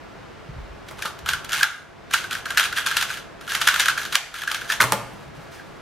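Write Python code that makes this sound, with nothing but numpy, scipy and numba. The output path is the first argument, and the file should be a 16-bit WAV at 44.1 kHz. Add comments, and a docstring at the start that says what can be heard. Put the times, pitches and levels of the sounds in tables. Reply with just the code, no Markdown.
"""Over the steady rush and faint tones of a laptop fan in a small room, hands first bump softly and brush the case.
A small plastic twisty cube is picked up, handled and turned very fast: parts catch on each other as they slide,
and each click, a snap home or later a landing, chatters, rings the hollow pieces and cracks their thin walls.
The cube is dropped on the laptop and a hand slaps the keyboard, so case, keys and chassis sound; palms brush on.
A camera close by hears all this through two ports, and its limiter ducks at the highest peaks."""
import sys
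import numpy as np
from scipy import signal
from scipy.fft import rfft, irfft
from scipy.io import wavfile
from scipy.ndimage import uniform_filter1d, minimum_filter1d
from numba import njit

SR = 44100
rng = np.random.default_rng(int(sys.argv[2]) if len(sys.argv) > 2 else 0)


def bounce(signal):
    """Save signal as a 16-bit WAV file at the path given by the first command-line argument."""
    frames = np.transpose(np.atleast_2d(signal))
    limited = np.clip(frames, -1, 1)
    pcm = np.round(limited * 32767).astype(np.int16)
    wavfile.write(sys.argv[1], SR, pcm)


N = 256215
TIME = np.arange(N) / SR
KNOCK_HZ = 1510  # usual pitch of the hollow pieces

# Spectrum of fan and room air. Each row: frequency in Hz, relative density in dB per Hz.
AIR_SPECTRUM = [(15, -32), (25, -3.5), (113, -4), (152, -4), (274, -9), (349, -6), (666, -8), (945, -9),
                (1490, -10.5), (1620, -12.5), (2060, -14.5), (3170, -20.5), (5580, -28.5), (13200, -46.5),
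                (15500, -53.5)]
# Side of the air against its mid. Each row: frequency in Hz, side minus mid in dB.
AIR_SIDE = [(40, -10), (120, -3.5), (250, 5), (600, -1.5), (1300, -5.5), (3000, -7), (8000, -3), (15000, 5)]
# Tones of the fan. Each row: mean frequency in Hz, mean level in dB.
FAN_TONES = [(143, -58.5), (678, -59), (1357, -67), (1670, -64), (13001, -83)]
# Soft low bumps of hands and arms. Each row: start in seconds, level over 5 ms in dB, pitch in Hz.
HAND_BUMPS = [(0.485, -27, 103), (0.521, -34, 70), (.56, -32, 123), (0.571, -28.5, 55), (0.606, -34, 52),
              (0.689, -34, 54.6), (.925, -38, 105), (1.227, -32, 81), (1.296, -31.5, 78.93),
              (1.33, -42.5, 55), (5.02, -34, 150), (5.27, -37.5, 150), (5.37, -35, 150)]
# Palms brushing over the laptop. Each row: time of full pressure in seconds, length held in seconds,
# mean level in dB.
PALM_BRUSHES = [(.883, .04, -49), (5.02, 0.22, -54.5), (5.35, 0.087, -55.5), (5.52, .04, -47),
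                (5.66, 0.16, -60)]
# A click of the cube: a layer or piece snapping home, or, from 4.803 to 4.816, the cube landing on the laptop.
# Each row: time in seconds, nominal level over 5 ms in dB before colouring,
# crack minus hollow knock in dB before colouring, knock pitch in Hz.
CUBE_CLICKS = [(.884, -37, 20, 1500), (.9896, -31, -6, 1180), (1.0213, -22.5, -1, 1640),
               (1.054, -21, -4, 1280), (1.188, -37, 5, 1460), (1.2598, -21.5, -6, 1410),
               (1.2874, -15, 0, 1443), (1.332, -16.5, -4, 1500), (1.4448, -29, 2, 1480),
               (1.4918, -28, 5, 1530), (1.5292, -17, 1.5, 1550), (1.545, -21, -15, 1610),
               (1.608, -18, -11, 1450), (1.6308, 0, -4, 1510), (2.1088, -28, 1, 1500),
               (2.1358, -12.5, 6, 1444), (2.1394, -13, -2.5, 1540), (2.24, -25, -7, 1470),
               (2.3087, -22.5, -1.5, 1400), (2.327, -22, 4, 1540), (2.3499, -22.5, -5.5, 1490),
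               (2.455, -23, -4.5, 1580), (2.463, -25, -12, 1500), (2.5039, -20, -4, 1490),
               (2.5725, -8, -5, 1530), (2.5784, -11, -0.5, 1580), (2.5945, -15, 7, 1470),
               (2.606, -17, -3, 1450), (2.637, -20.5, 10, 1610), (2.6515, -23, -2, 1450),
               (2.7248, -21, -6, 1518), (2.773, -18, -7.5, 1523), (2.7817, -17.5, -12, 1504),
               (2.8615, -17, 3, 1510), (2.8687, -17, 0, 1440), (2.9115, -18, -7, 1476),
               (2.9666, -12.5, 7.5, 1520), (3.01, -21, 8, 1720), (3.024, -16.5, 3.5, 1435),
               (3.1009, -24, -10, 1540), (3.1705, -29, -2, 1500), (3.4099, -35, -1.5, 1454),
               (3.476, -27.5, -6, 1466), (3.5186, -19.5, -6, 1470), (3.5484, -15.5, 5, 1460),
               (3.6136, -15, 2.5, 1520), (3.6727, -5, 0, 1570), (3.685, -8.5, -2, 1422),
               (3.7397, -17, 4, 1530), (3.7587, -17, -2, 1580), (3.795, -12.5, 5, 1530),
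               (3.802, -14, 5, 1590), (3.856, -15, -1, 1534), (3.8824, -9.5, -5.5, 1486),
               (3.9008, -20, 0, 1560), (3.9761, -17.5, -7, 1504), (4.05, -26, .5, 1440),
               (4.1235, -21, -1, 1500), (4.145, -20, -4, 1609), (4.1538, -3, 6.5, 1580),
               (4.3404, -21, -4.5, 1520), (4.4175, -20.5, -3, 1618), (4.4338, -20.5, -4, 1436),
               (4.475, -13.5, -8.5, 1510), (4.5135, -16.5, 1.5, 1390), (4.5437, -17.5, 1.5, 1520),
               (4.6117, -26, -7, 1532), (4.6989, -13.5, -8.5, 1640), (4.719, -17.5, 3.5, 1660),
               (4.803, -9, -8.5, 1412), (4.8118, -13, 10, 1410), (4.816, -12.5, 4, 1280),
               (5.5953, -35.5, -17, 1680)]
# Modes of a hollow piece. Each row: multiple of the knock pitch, level in dB, t60 in seconds.
PIECE_MODES = [(.63, -14, .014), (.78, -10, .018), (.92, -3, .019), (1.0, 0, .018), (1.08, 0, .019),
               (1.35, -14, .012)]
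# Radiation of the knock; the small cube radiates little bass. Each row: frequency in Hz, gain in dB.
KNOCK_RADIATION = [(100, -44), (400, -32), (700, -15), (1050, -5), (1400, 1), (1650, 1.5), (2000, -4),
                   (5000, -6)]
# Crack of thin plastic walls. Each row: frequency in Hz, gain in dB.
WALL_CRACK = [(200, -40), (600, -19.5), (950, -8), (1550, -2.5), (2050, -1.5), (2700, -1), (3250, 0),
              (4000, -4), (5200, -8.5), (6500, -8), (7800, -13), (10000, -13), (13000, -15), (15500, -33)]
# Blows on the laptop. Each row: start in seconds, case level in dB, contact hardness in dB per octave,
# key rattle in dB, chassis thud in dB (levels over 5 ms).
LAPTOP_BLOWS = [(.911, -36, 1, -42, -52), (1.0508, -28, 1, -37, -48), (4.8037, -11, 9, -23, -44.5),
                (4.812, -13.5, 2.5, -11, -25), (4.8212, -29, -3, -12.5, -29), (4.8285, -19, 5, -16, -41.5),
                (4.8394, -16.5, -1, -16, -15.5), (4.9215, -13.5, -1, -12, -49), (4.932, -26, -4, -23, -47),
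                (5.134, -36, -16, -48, -34)]
# Modes of the laptop case. Each row: frequency in Hz, level in dB, t60 in seconds.
CASE_MODES = [(191, -13.5, 0.13), (413, -10.5, 0.068), (566, -5, 0.042), (645, -8, 0.087),
              (870, -0.5, 0.044), (1058, 7, 0.019), (1180, 6.5, 0.023), (1238, 3, 0.036),
              (1390, -9.5, 0.13), (1790, 2.5, 0.014), (2136, -3.5, 0.021)]
# Rattling keys. Each row: frequency in Hz, gain in dB.
KEY_RATTLE = [(100, -11), (250, -1.5), (600, -3.5), (1000, 4), (1500, 1.5), (2500, -0.5), (6000, -9),
              (12000, -8), (15500, -21)]
# A layer sliding under the fingers, or, in the faintest rows, fingers handling the cube between turns.
# Each row: time of full pressure in seconds, length held in seconds, nominal pressure in dB.
CUBE_STROKES = [(.975, .035, -41), (1.024, 0.051, -32), (1.28, .045, -27.5), (1.526, .012, -20),
                (1.56, .06, -26.5), (2.135, .05, -27), (2.21, .06, -39), (2.318, 0.056, -31),
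                (2.485, .075, -34), (2.585, 0.067, -23), (2.772, .02, -23), (2.865, .085, -26),
                (2.974, 0.065, -26.5), (3.095, .045, -29.5), (3.165, .03, -37), (3.42, .04, -42),
                (3.495, .075, -26.5), (3.61, 0.13, -25), (3.785, .045, -22.5), (3.87, .03, -25),
                (3.98, 0.083, -29.5), (4.125, .025, -26.5), (4.26, .07, -46), (4.35, .065, -28.5),
                (4.485, 0.088, -29.5), (4.61, .05, -36), (4.702, 0.024, -23.5)]
# Decay of the room. Each row: frequency in Hz, t60 in seconds.
ROOM_DECAY = [(125, 0.65), (500, 0.44), (1500, 0.48), (4000, 0.4), (8000, 0.42), (15000, 0.16)]
# Side of the room sound against its mid. Each row: frequency in Hz, side minus mid in dB.
ROOM_SIDE = [(100, -8), (600, -12), (1300, -12), (2500, -8), (4500, -4), (8000, -1), (15000, 0)]


def undb(db):
    """Logarithmic level: decibels to amplitude gain."""
    return 10 ** (np.asarray(db) / 20)


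def unit(x):
    """Energy normalisation: scale the sum of squares to one."""
    return x / np.sqrt(np.sum(x ** 2) + 1e-18)


def hit_gain(db):
    """Energy as power times time: gain giving a unit-energy hit this level over 5 ms."""
    return undb(db) * np.sqrt(.005 * SR)


def along(points, hz):
    """Interpolation on a log-frequency axis between (Hz, value) points."""
    f, v = np.transpose(points)
    return np.interp(np.log(np.maximum(hz, 1)), np.log(f), v)


def colour(x, points):
    """Minimum-phase filtering: the folded cepstrum of a (Hz, dB) log gain gives a causal response."""
    size = 4096
    log_gain = np.log(undb(along(points, np.fft.rfftfreq(size, 1 / SR))))
    cepstrum = irfft(log_gain)
    cepstrum[1:size // 2] *= 2
    cepstrum[size // 2 + 1:] = 0
    response = irfft(np.exp(rfft(cepstrum)))
    return signal.fftconvolve(x, response)[:len(x)]


def fade(t60, size):
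    """Exponential decay: amplitude falls by 60 dB in t60 seconds."""
    return np.exp(-np.log(1000) * np.arange(size) / SR / max(t60, 1e-4))


def ring(modes, size, detune=0.0079):
    """Modal superposition: damped sines of alternating sign, weighted and shifted a little at each contact."""
    t = np.arange(size) / SR
    chance = rng.standard_normal((len(modes), 2))
    weights = undb(2.5 * chance[:, 0]) * (-1) ** np.arange(len(modes))
    total = np.zeros(size)
    for (hz, db, t60), weight, shift in zip(modes, weights, chance[:, 1]):
        sine = np.sin(2 * np.pi * hz * (1 + detune * shift) * t)
        total += weight * undb(db) * fade(t60, size) * sine
    return total


def add(track, s, sound):
    """Linear superposition: mix a sound in at time s."""
    i = max(int(s * SR), 0)
    track[i:i + len(sound)] += sound[:N - i]


def walk(rate):
    """Slow random fluctuation: smoothed chance steps with a spread near one."""
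    k = int(SR / rate)
    steps = np.repeat(rng.standard_normal(N // k + 1), k)
    return uniform_filter1d(steps, k)[:N]


def stereo(mid, side):
    """Sum and difference: left and right from mid and side."""
    return np.array([mid + side, mid - side])


def strokes(rows, attack_s, release_s, sag_db_per_s=0.):
    """Friction envelope: pressure rises before each start, holds with a slight sag and dies away."""
    power = np.zeros(N)
    for s, length, db in rows:
        t = TIME - s
        rise = np.exp(np.clip(t / attack_s, -20, 0))
        fall = np.exp(-np.log(1000) * np.clip((t - length) / release_s, 0, 2))
        power += (rise * fall * undb(db - sag_db_per_s * np.clip(t, 0, length))) ** 2
    return np.sqrt(power)


def air_rush():
    """Broadband flow noise: coloured noise whose level wavers slightly about its mean."""
    mean_db = -43.5
    noise = colour(rng.standard_normal(N), AIR_SPECTRUM)
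    return np.sqrt(N) * unit(noise) * undb(mean_db + 0.2 * walk(11))


def fan():
    """Flow noise with tones: a steady rush of air carries a few tones wavering in pitch and level."""
    mid, side = air_rush(), air_rush()
    tones = np.zeros(N)
    for hz, db in FAN_TONES:
        level = np.sqrt(2) * undb(db + 2 * walk(4.98))
        phase = 2 * np.pi * np.cumsum(hz + 2.45 * walk(12)) / SR
        tones += level * np.sin(phase)
    return stereo(mid + tones, colour(side, AIR_SIDE))


def hands(size=8192):
    """Soft impact and skin friction: flesh gives dull, irregular bumps and skin hisses over the case."""
    bumps = np.zeros(N)
    for s, db, hz in HAND_BUMPS:
        dull = [(hz / 3, -14), (hz, 0), (hz * 1.6, -13), (hz * 4, -40), (hz * 12, -75), (hz * 40, -100)]
        noise = rng.standard_normal(size) * fade(0.105, size)
        add(bumps, s, hit_gain(db) * unit(colour(noise, dull)))
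    skin = colour(rng.standard_normal(N), [(200, -12), (1500, 19.5), (5000, 11.0), (13000, 1.0), (16000, -9)])
    # attack: time constant of touching down; release: time to fall by 60 dB
    pressure = strokes(PALM_BRUSHES, attack_s=.01, release_s=0.4)
    return bumps + np.sqrt(N) * unit(skin) * pressure * undb(2 * walk(50))


def hollow(hz, size):
    """Modal scaling: one cube piece rings at fixed multiples of its knock pitch."""
    return ring([(hz * ratio, db, t60) for ratio, db, t60 in PIECE_MODES], size)


def chatter(length, size, lead, count=6):
    """Repeated contact: edges scrape ever harder up to one firm contact, with weaker ones around it."""
    push, chance = np.zeros(size), rng.random((count, 2))
    when = (np.arange(count) + chance[:, 0]) / count
    places = np.clip(lead + when * length * SR, 0, size - 1).astype(int)
    push[places] = (0.17 + 0.33 * chance[:, 1]) * rng.choice([-1, 1], count)
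    firm = int(np.clip(lead + 0.2887 * length * SR, 1, size - 1))
    push[firm] = 1
    # reversed decay: the scrape swells towards the firm contact
    scrape = (rng.standard_normal(firm) * fade(.006 + 2.5 * abs(length), firm))[::-1]
    push[:firm] += undb(-5.0) * unit(scrape)
    return push


def clicks(ticks, size=1536):
    """Impact excitation: chattering contacts knock the hollow pieces and crack their thin walls."""
    chatter_s, firm_db, halving_db = .0044, -10, 7  # above the firm level each step halves the chatter
    grind_s_per_db = .00012  # the more a click cracks, the longer its edges grind
    knocks, cracks, lead = np.zeros(N), np.zeros(N), size // 4
    burst = fade(0.013, size) - fade(0.0032, size)  # the walls take a moment to start shaking
    for s, db, crack_db, hz in CUBE_CLICKS + ticks:
        shorten = .5 ** (max(db - firm_db, 0) / halving_db)
        length = (chatter_s + grind_s_per_db * crack_db) * shorten
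        push = chatter(max(length, 0), size, lead)
        knock = signal.fftconvolve(push, hollow(hz, size))[:size]
        crack_power = np.abs(signal.fftconvolve(push ** 2, burst ** 2)[:size])
        crack = rng.standard_normal(size) * np.sqrt(crack_power)
        gain = hit_gain(db) / np.hypot(1, undb(crack_db))  # knock and crack share the energy
        add(knocks, s - lead / SR, gain * unit(knock))
        add(cracks, s - lead / SR, gain * undb(crack_db) * unit(crack))
    return undb(-1.1) * colour(knocks, KNOCK_RADIATION) + undb(8.4) * colour(cracks, WALL_CRACK)


def laptop(size=12288):
    """Modal impact: blows ring the case (lower under soft flesh), rattle keys and thud the chassis on its feet."""
    out, t = np.zeros(N), np.arange(size) / SR
    thud = unit(np.sin(2 * np.pi * 122 * t) * (fade(0.1, size) - fade(0.077, size)))
    rattle = fade(0.0053, size) - fade(0.0025, size) + 0.031 * fade(0.077, size)
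    for s, case_db, hardness, keys_db, thud_db in LAPTOP_BLOWS:
        # hardness tilts the mode levels about 1 kHz
        modes = [(hz, db + hardness * np.log2(hz / 1000), t60) for hz, db, t60 in CASE_MODES]
        case = unit(ring(modes, size, detune=0.021))
        keys = unit(colour(rng.standard_normal(size) * rattle, KEY_RATTLE))
        add(out, s, hit_gain(case_db) * case + hit_gain(keys_db) * keys + hit_gain(thud_db) * thud)
    return out


def slide(count=6, size=1024):
    """Stick-slip friction: turning or handling gives a stream of tiny clicks, grittier under more pressure."""
    # attack: time constant of taking hold; release: time to fall by 60 dB;
    # sag: the stroke loses pressure as it goes on
    pressure = strokes(CUBE_STROKES, attack_s=.014, release_s=.18, sag_db_per_s=19)
    db = 20 * np.log10(pressure + 1e-6)
    grit_db = 3.6 + 0.18 * (db + 30.5)
    body, catch_power = np.zeros(N), np.zeros(N)
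    for _ in range(count):
        catches, where = np.zeros(N), rng.integers(0, N, size=800)
        strength = undb(2.4 * np.minimum(rng.exponential(size=len(where)), 3))
        catches[where] = strength * rng.choice([-1, 1], len(where))
        piece = hollow(KNOCK_HZ * (1 + .04 * rng.standard_normal()), size)
        body += signal.oaconvolve(catches, piece)[:N]
        catch_power += catches ** 2
    burst = fade(0.0041, size) - fade(0.00075, size)
    grit_power = np.abs(signal.oaconvolve(catch_power, burst ** 2)[:N])
    grit = rng.standard_normal(N) * np.sqrt(grit_power)
    mix = unit(colour(body, KNOCK_RADIATION)) + undb(grit_db) * unit(colour(grit, WALL_CRACK))
    return undb(db - 9.0) * np.sqrt(N) * mix


def loose_ticks():
    """Random impacts: loose pieces tick faintly in each stroke, as rows of (s, dB, crack dB, Hz)."""
    rate_per_s, loudest_db = 30, 1  # loudest tick relative to the stroke's listed pressure
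    ticks = []
    for s, length, db in CUBE_STROKES:
        chance = rng.random((8, 4))
        when = (np.arange(len(chance)) + chance[:, 0]) / rate_per_s
        for w, (_, a, b, c) in zip(when, chance):
            if w < length:
                hz = KNOCK_HZ * (1 + .12 * (c - .5))
                ticks.append((s + w, db + loudest_db - 6 * a, 3 - 12 * b, hz))
    return ticks


def tail(size=24576):
    """Reverberation: quick reflections from desk and screen, then diffuse decay at a rate set per octave."""
    t, hz = np.arange(size) / SR, np.fft.rfftfreq(size, 1 / SR)
    centres = 125 * 2. ** np.arange(8)
    spectrum = rfft(rng.standard_normal(size))
    decay = np.zeros(size)
    for centre in centres:
        band = np.interp(np.log2(hz + 1), np.log2(centres), centres == centre)
        decay += irfft(spectrum * band) * fade(along(ROOM_DECAY, centre), size)
    # stronger early part, starting after 3 ms
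    decay *= (1 + 2.43 * fade(0.058, size)) * np.clip((t - .003) / 0.0034, 0, 1)
    return colour(unit(decay), [(150, -1.5), (700, 6.0), (1500, -1.5), (4000, 0.5), (9000, -1.5), (15000, 2.5)])


def reverberate(outward, wet_db=-5.5):
    """Diffuse field: each direction's sound returns through its own independent tail."""
    returns = sum(signal.oaconvolve(x, tail())[:N] for x in outward)
    return undb(wet_db) * returns / np.sqrt(len(outward))


def room(direct, outward, size=512):
    """Direct and reverberant field: both ports hear the source, and other directions return from the room."""
    mid, side = reverberate(outward), reverberate(outward)
    # the camera body scatters the treble differently into each port
    scatter = unit(rng.standard_normal(size) * (fade(.006, size) - fade(.002, size)))
    scatter = colour(scatter, [(200, -22), (1400, -22), (4000, -14), (8000, -8), (15000, -4)])
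    scattered = signal.oaconvolve(direct, scatter)[:N]
    return stereo(direct + mid, colour(side, ROOM_SIDE) + scattered)


def scene(count=4):
    """Directivity: every direction gets its own mix of each hit, in the room and over the fan."""
    air, rubbing, ticks = fan(), slide() + hands(), loose_ticks()
    direct, *outward = (laptop() + clicks(ticks) + rubbing for _ in range(count + 1))
    return room(direct, outward) + air


@njit
def held_peak(x, top, release):
    """Peak following: jumps up at once and sinks slowly back to the threshold."""
    out, e = np.empty(len(x)), top
    for i in range(len(x)):
        e = max(x[i], e * release, top)
        out[i] = e
    return out


def record(dry):
    """Band limiting and peak limiting: the camera cuts deep bass, ducks at peaks and cuts the top."""
    x = signal.sosfilt(signal.butter(4, 30, "high", fs=SR, output="sos"), dry)
    top, recovery_db_per_s, cutoff_hz = .93, 18, 16100
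    peak = held_peak(np.abs(x).max(axis=0), float(top), float(undb(-recovery_db_per_s / SR)))
    gain = uniform_filter1d(minimum_filter1d(top / peak, size=45), size=45)  # smooth over about 1 ms
    return signal.sosfilt(signal.ellip(8, .2, 80, cutoff_hz, fs=SR, output="sos"), x * gain)


dry = scene()
out = record(dry)
bounce(out)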